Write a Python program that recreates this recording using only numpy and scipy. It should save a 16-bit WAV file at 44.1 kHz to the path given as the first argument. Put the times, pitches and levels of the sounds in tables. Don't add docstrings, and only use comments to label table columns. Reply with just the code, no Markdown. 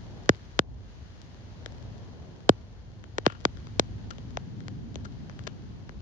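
import sys
import numpy as np
from scipy import signal
from scipy.fft import rfft, irfft
from scipy.io import wavfile
from scipy.ndimage import uniform_filter1d, minimum_filter1d

SR = 44100
rng = np.random.default_rng(int(sys.argv[2]) if len(sys.argv) > 2 else 0)


def bounce(signal):
    frames = np.transpose(np.atleast_2d(signal))
    limited = np.clip(frames, -1, 1)
    pcm = np.round(limited * 32767).astype(np.int16)
    wavfile.write(sys.argv[1], SR, pcm)


N = 265041


# start_s, level_db, panel_hz, travel_ms (at 1 kHz), echo_ms, echo_gain
DROP_HITS = [(0.2922, 7, 110, 1.4, 0.58, .35), (0.3478, -39.5, 300, 1.1, 0.16, -0.98),
             (.5915, 1.6, 119, 1.14, .6, 0.14), (1.217, -40, 600, .6, 0.059, -1),
             (1.6606, -24, 605, 0.8, 0.55, 0.8), (2.4923, 6.5, 183.6, 1.4, 0.25, 0.56),
             (3.0399, -35, 158, 1.3, .21, -1.1), (3.1828, -9, 350, 1.25, 2.16, 0.39),
             (3.2639, 3.24, 140, 1.73, 0.24, 0.26), (3.4519, -0.2, 298, 1.3, 0.877, 0.29),
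             (3.5713, -36, 151, 1.2, 0.57, 0.75), (3.67, -33.5, 171, 1.1, 0.83, 0.93),
             (3.7962, 2.9, 100, 0.64, 0.66, -0.19), (4.1831, -30.5, 150, 1.2, 0.33, 0.65),
             (4.3713, -12.5, 790, 1.55, 0.34, 0.51), (4.6048, -33.5, 170, 1.2, .53, .6),
             (4.6822, -23, 110, 1.12, 0.93, 0.27), (4.9569, -23, 200, 1, 0.3, 0.72),
             (5.2968, -29.5, 390, 1.2, 0.26, -0.71), (5.3917, -30, 450, 1.24, 0.18, -0.62),
             (5.8930, -27.5, 360, 1.45, 0.28, -0.44)]

def drops(size=8192, near_snap_db=14, loss_db_per_ms=12):
    hz, track = np.fft.rfftfreq(size, 1 / SR), np.zeros(N)
    for start_s, level_db, panel_hz, travel_ms, echo_ms, echo_gain in DROP_HITS:
        near_rib = 1 + np.clip(echo_gain, -1, 1) * delay(hz, echo_ms / 1000)
        snap_db = near_snap_db - loss_db_per_ms * travel_ms
        wave = cloth_wave(hz, panel_hz, snap_db, travel_ms) * near_rib * far_ribs(hz, size) * seams(size)
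        add(track, start_s, undb(level_db) * irfft(wave))
    return track


# freq_hz, level_db
CLOTH_SPECTRUM = [(50, 6.5), (100, 29), (200, 25), (380, 26), (600, 23), (900, 17), (1500, 23),
                  (2500, 13.5), (3300, 15.5), (5000, 10.5), (6700, 7.5), (8000, -9.5), (9000, -19),
                  (10500, -48.5), (13000, -49)]

def cloth_wave(hz, panel_hz, snap_db, travel_ms, panel_t60_s=0.0056):
    travel_s = travel_ms / (hz + 15)
    phase = 2 * np.pi * np.cumsum(travel_s) * hz[1]
    ratio = (hz + hz[1]) / panel_hz
    damping = np.log(1000) / (np.pi * panel_hz * panel_t60_s)
    panel = ratio ** 2 / np.hypot(1 - ratio ** 2, ratio * damping)
    snap = colour([(1500, 0), (5000, snap_db)], hz)
    return minimum_phase(colour(CLOTH_SPECTRUM, hz) * panel * snap) * np.exp(-1j * phase)


def far_ribs(hz, size, level_db=-10, t60_s=0.0087, above_hz=1200):
    return 1 + undb(level_db) * noise_tail(size, t60_s) * hz ** 2 / (hz ** 2 + above_hz ** 2)


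def seams(size, level_db=-25, t60_s=0.015):
    return 1 + undb(level_db) * noise_tail(size, t60_s)


# start_s, level_db, length_s, snap_db, ring_db, spray_db
SPATTER_HITS = [(3.253, -19, 0.0067, -11, -14, -6.5), (3.2764, -19, 0.0044, -8, -3, -10),
                (3.298, -19.5, 0.0046, -15, -2, -8), (3.321, -23, .0055, -6.5, 0, -12),
                (3.349, -34, .0053, -12, 9.5, -3), (4.1055, -22.5, 0.0065, 5, 6.5, -13),
                (5.046, -33.5, .015, 10.5, 16.5, -7), (5.469, -12, .008, -1, -15, -19)]
# pitch_hz, level_db, t60_s
WATER_MODES = [(1215, 16, 0.09), (1390, 27, 0.043), (1620, 19, .07)]
# freq_hz, level_db
SPRAY_SPECTRUM = [(700, -27), (1100, 20), (1450, 18), (2050, 5), (2900, 24), (3700, 10), (4300, 7),
                  (6500, -5), (8000, -21)]

def spatters(size=16384, count=7, low_cut_hz=600, spray_t60_s=0.14):
    hz, track = np.fft.rfftfreq(size, 1 / SR), np.zeros(N)
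    ring = sum(mode(hz, *row) for row in WATER_MODES)
    spray = minimum_phase(colour(SPRAY_SPECTRUM, hz))
    low_cut = hz / (low_cut_hz + hz)
    for start_s, level_db, length_s, snap_db, ring_db, spray_db in SPATTER_HITS:
        jitter, sizes = rng.random((count, 2)).T
        places = (np.arange(count) + jitter) / count
        weights = undb(15.0 * sizes - 2.1 * places)
        burst = sum(w * delay(hz, p * length_s) for p, w in zip(places, weights))
        burst /= np.linalg.norm(weights)
        sound = cloth_wave(hz, panel_hz=200, snap_db=snap_db, travel_ms=0.707) * low_cut * burst
        sound += undb(ring_db) * ring * delay(hz, length_s / 2)
        sound += undb(spray_db) * spray * noise_tail(size, spray_t60_s)
        add(track, start_s, undb(level_db) * irfft(sound))
    return track


def drizzle(size=4096, count=45, gain_db=10.0, spread_db=11):
    hz, track = np.fft.rfftfreq(size, 1 / SR), np.zeros(N)
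    for when, weight, hardness in rng.random((count, 3)):
        droplet = cloth_wave(hz, panel_hz=450, snap_db=10.5 * hardness + 1, travel_ms=1.044)
        add(track, when * N / SR, undb(spread_db * weight ** 2) * irfft(droplet * seams(size)))
    return track * undb(hiss_db() + gain_db)


# freq_hz, right_minus_left_db, right_lead_ms
RIGHT_SHADE = [(200, 0.5, .42), (450, -1.5, 0.39), (750, -0.5, 0.3), (1065, -6.5, 0.23), (1510, -10, 0.4),
               (1940, -14, 0.34), (2570, -20, 0.28), (3330, -19, 0.4), (3800, -13, .39),
               (4500, -16.5, 0.41), (4960, -21.5, .39), (6500, -10, 0.382)]

def shade_right(cloth):
    hz = np.fft.rfftfreq(N, 1 / SR)
    at_hz, *columns = np.transpose(RIGHT_SHADE)
    shade_db, lead_ms = (np.interp(hz, at_hz, column) for column in columns)
    right = irfft(rfft(cloth) * undb(shade_db) * delay(hz, -lead_ms / 1000), N)
    return np.array([cloth, right])


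# time_s, level_db
HISS_LEVELS = [(0, -59.5), (1.0, -61.5), (1.85, -60.5), (2.95, -65.5), (3.6, -60.5), (4.4, -61.5),
               (4.85, -63.5), (5.3, -61), (6.0, -64)]

def hiss_db(dip_start_s=0.588, fall_s=0.047, recover_s=0.27, dip_db=-12):
    t = np.arange(N) / SR
    dip = np.interp(t - dip_start_s, [0, fall_s, fall_s + recover_s], [0, dip_db, 0])
    return np.interp(t, *np.transpose(HISS_LEVELS)) + dip


# freq_hz, level_db
HISS_SPECTRUM = [(900, 14.5), (1250, 0.5), (1700, 0.5), (2500, -4.5), (3100, -1.5), (3700, -4.5),
                 (4300, -3.5), (5500, -8.5), (6600, -9.5), (7200, -18.5), (7900, -34), (11000, -30.5)]
# freq_hz, left_minus_right_db
HISS_PAN = [(1000, -3), (1300, 8.5), (1900, 5), (2600, -2), (3200, 2.5), (4200, 4), (6500, 7)]

def pond_rain(gain_db=-2.0, grain_db=4.5):
    impacts = rng.standard_normal((2, N)) * undb(grain_db * rng.standard_normal(N))
    hiss = stereo_band(impacts, HISS_SPECTRUM, HISS_PAN, band_hz=(1210, 18000), correlation=-0.13)
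    return undb(hiss_db() + gain_db) * hiss


# nearest_s, swell_s, rumble_db, engine_db, tyres_db
VEHICLE_PASSES = [(.12, 0.15, -49.5, -53.5, -55.5), (2.0, 0.41, -53, -51, -56.5),
                  (3.88, 0.48, -45, -66, -64.5), (4.821, 0.9, -60, -43.5, -63.5)]
# rumble_db, engine_db, tyres_db
ROAD_FLOOR = [-48, -54, -61.5]

def road_levels_db():
    t = np.arange(N) / SR
    power = undb(ROAD_FLOOR)[:, None] ** 2
    for nearest_s, swell_s, *parts_db in VEHICLE_PASSES:
        swell = np.exp(-((t - nearest_s) / swell_s) ** 2)
        power = power + undb(parts_db)[:, None] ** 2 * swell
    return 10 * np.log10(power)


# freq_hz, density_db
ROAD_SPECTRUM = [(13, -50), (22, -34.5), (50, 3), (102, 2.5), (149, -3.5), (238, -7), (309, -14.5),
                 (374, -17.5), (477, -21.5), (762, -25.5), (939, -29.5), (1400, -37), (1820, -63.5),
                 (3080, -120)]

def traffic(hum_hz=98, hum_db=-55.5):
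    rumble_db, engine_db, tyres_db = road_levels_db()
    noise = rng.standard_normal((3, 2, N))
    pan = [(100, 0.5), (500, 2.5), (950, -5.0)]  # freq_hz, left_minus_right_db
    rumble = stereo_band(noise[0], ROAD_SPECTRUM, pan, band_hz=(22, 122.6), correlation=0.6)
    engines = stereo_band(noise[1], ROAD_SPECTRUM, pan, band_hz=(104.8, 395), correlation=0.14)
    tyres = stereo_band(noise[2], ROAD_SPECTRUM, pan, band_hz=(361, 1130), correlation=0.59)
    roads = undb(rumble_db + 1.7 * wander(rate_hz=12)) * rumble
    roads += undb(engine_db + 0.82 * wander(rate_hz=12)) * engines
    roads += undb(tyres_db + 0.5 * wander(rate_hz=8)) * tyres
    hum_cycles = np.cumsum(hum_hz * (1 + 0.01554 * wander(rate_hz=8.3))) / SR
    return roads + undb(hum_db + wander(rate_hz=2.6)) * np.sin(2 * np.pi * hum_cycles)


def stereo_band(noises, spectrum, pan, band_hz, correlation):
    hz = np.fft.rfftfreq(N, 1 / SR) + 1e-3
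    low_hz, high_hz = band_hz
    band = colour(spectrum, hz) / np.sqrt((1 + (low_hz / hz) ** 10) * (1 + (hz / high_hz) ** 10))
    mid, side = rfft(noises) * band * np.sqrt([[1 + correlation], [1 - correlation]])
    lean = np.sqrt(colour(pan, hz))
    pair = irfft([(mid + side) * lean, (mid - side) / lean], N)
    return pair / pair.mean(axis=0).std()


def wander(rate_hz):
    hold = int(SR / rate_hz)
    steps = np.repeat(rng.standard_normal(N // hold + 1), hold)
    return 1.3 * uniform_filter1d(uniform_filter1d(steps, hold), hold)[:N]


def minimum_phase(gain):
    cepstrum = irfft(np.log(gain))
    half = len(cepstrum) // 2
    cepstrum[1:half] *= 2
    cepstrum[half + 1:] = 0
    return np.exp(rfft(cepstrum))


def mode(hz, pitch_hz, level_db, t60_s):
    width_hz = np.log(1000) / (np.pi * t60_s)
    return undb(level_db) * width_hz * pitch_hz / (pitch_hz ** 2 - hz ** 2 + 1j * hz * width_hz)


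def noise_tail(size, t60_s):
    noise = rng.standard_normal(size) * undb(-60 * np.arange(size) / SR / t60_s)
    return rfft(noise / np.linalg.norm(noise))


def delay(hz, lag_s):
    return np.exp(-2j * np.pi * hz * lag_s)


def colour(points, hz):
    at_hz, db = np.transpose(points)
    return undb(np.interp(np.log(hz + 1), np.log(at_hz), db))


def undb(db):
    return 10 ** (np.asarray(db) / 20)


def add(track, start_s, sound):
    start = max(int(round(start_s * SR)), 0)
    part = sound[:max(len(track) - start, 0)]
    track[start:start + len(part)] += part


def scene():
    umbrella = shade_right(drops() + spatters() + drizzle())
    return umbrella + traffic() + pond_rain()


def record(dry, ceiling=0.92, window_samples=45, cutoff_hz=12300):
    needed_gain = ceiling / np.maximum(np.abs(dry), ceiling)
    held_gain = minimum_filter1d(needed_gain, window_samples, axis=1)
    gain = uniform_filter1d(held_gain, window_samples, axis=1)
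    low_pass = signal.butter(10, cutoff_hz, fs=SR, output="sos")
    return signal.sosfiltfilt(low_pass, dry * gain)


dry = scene()
out = record(dry)
bounce(out)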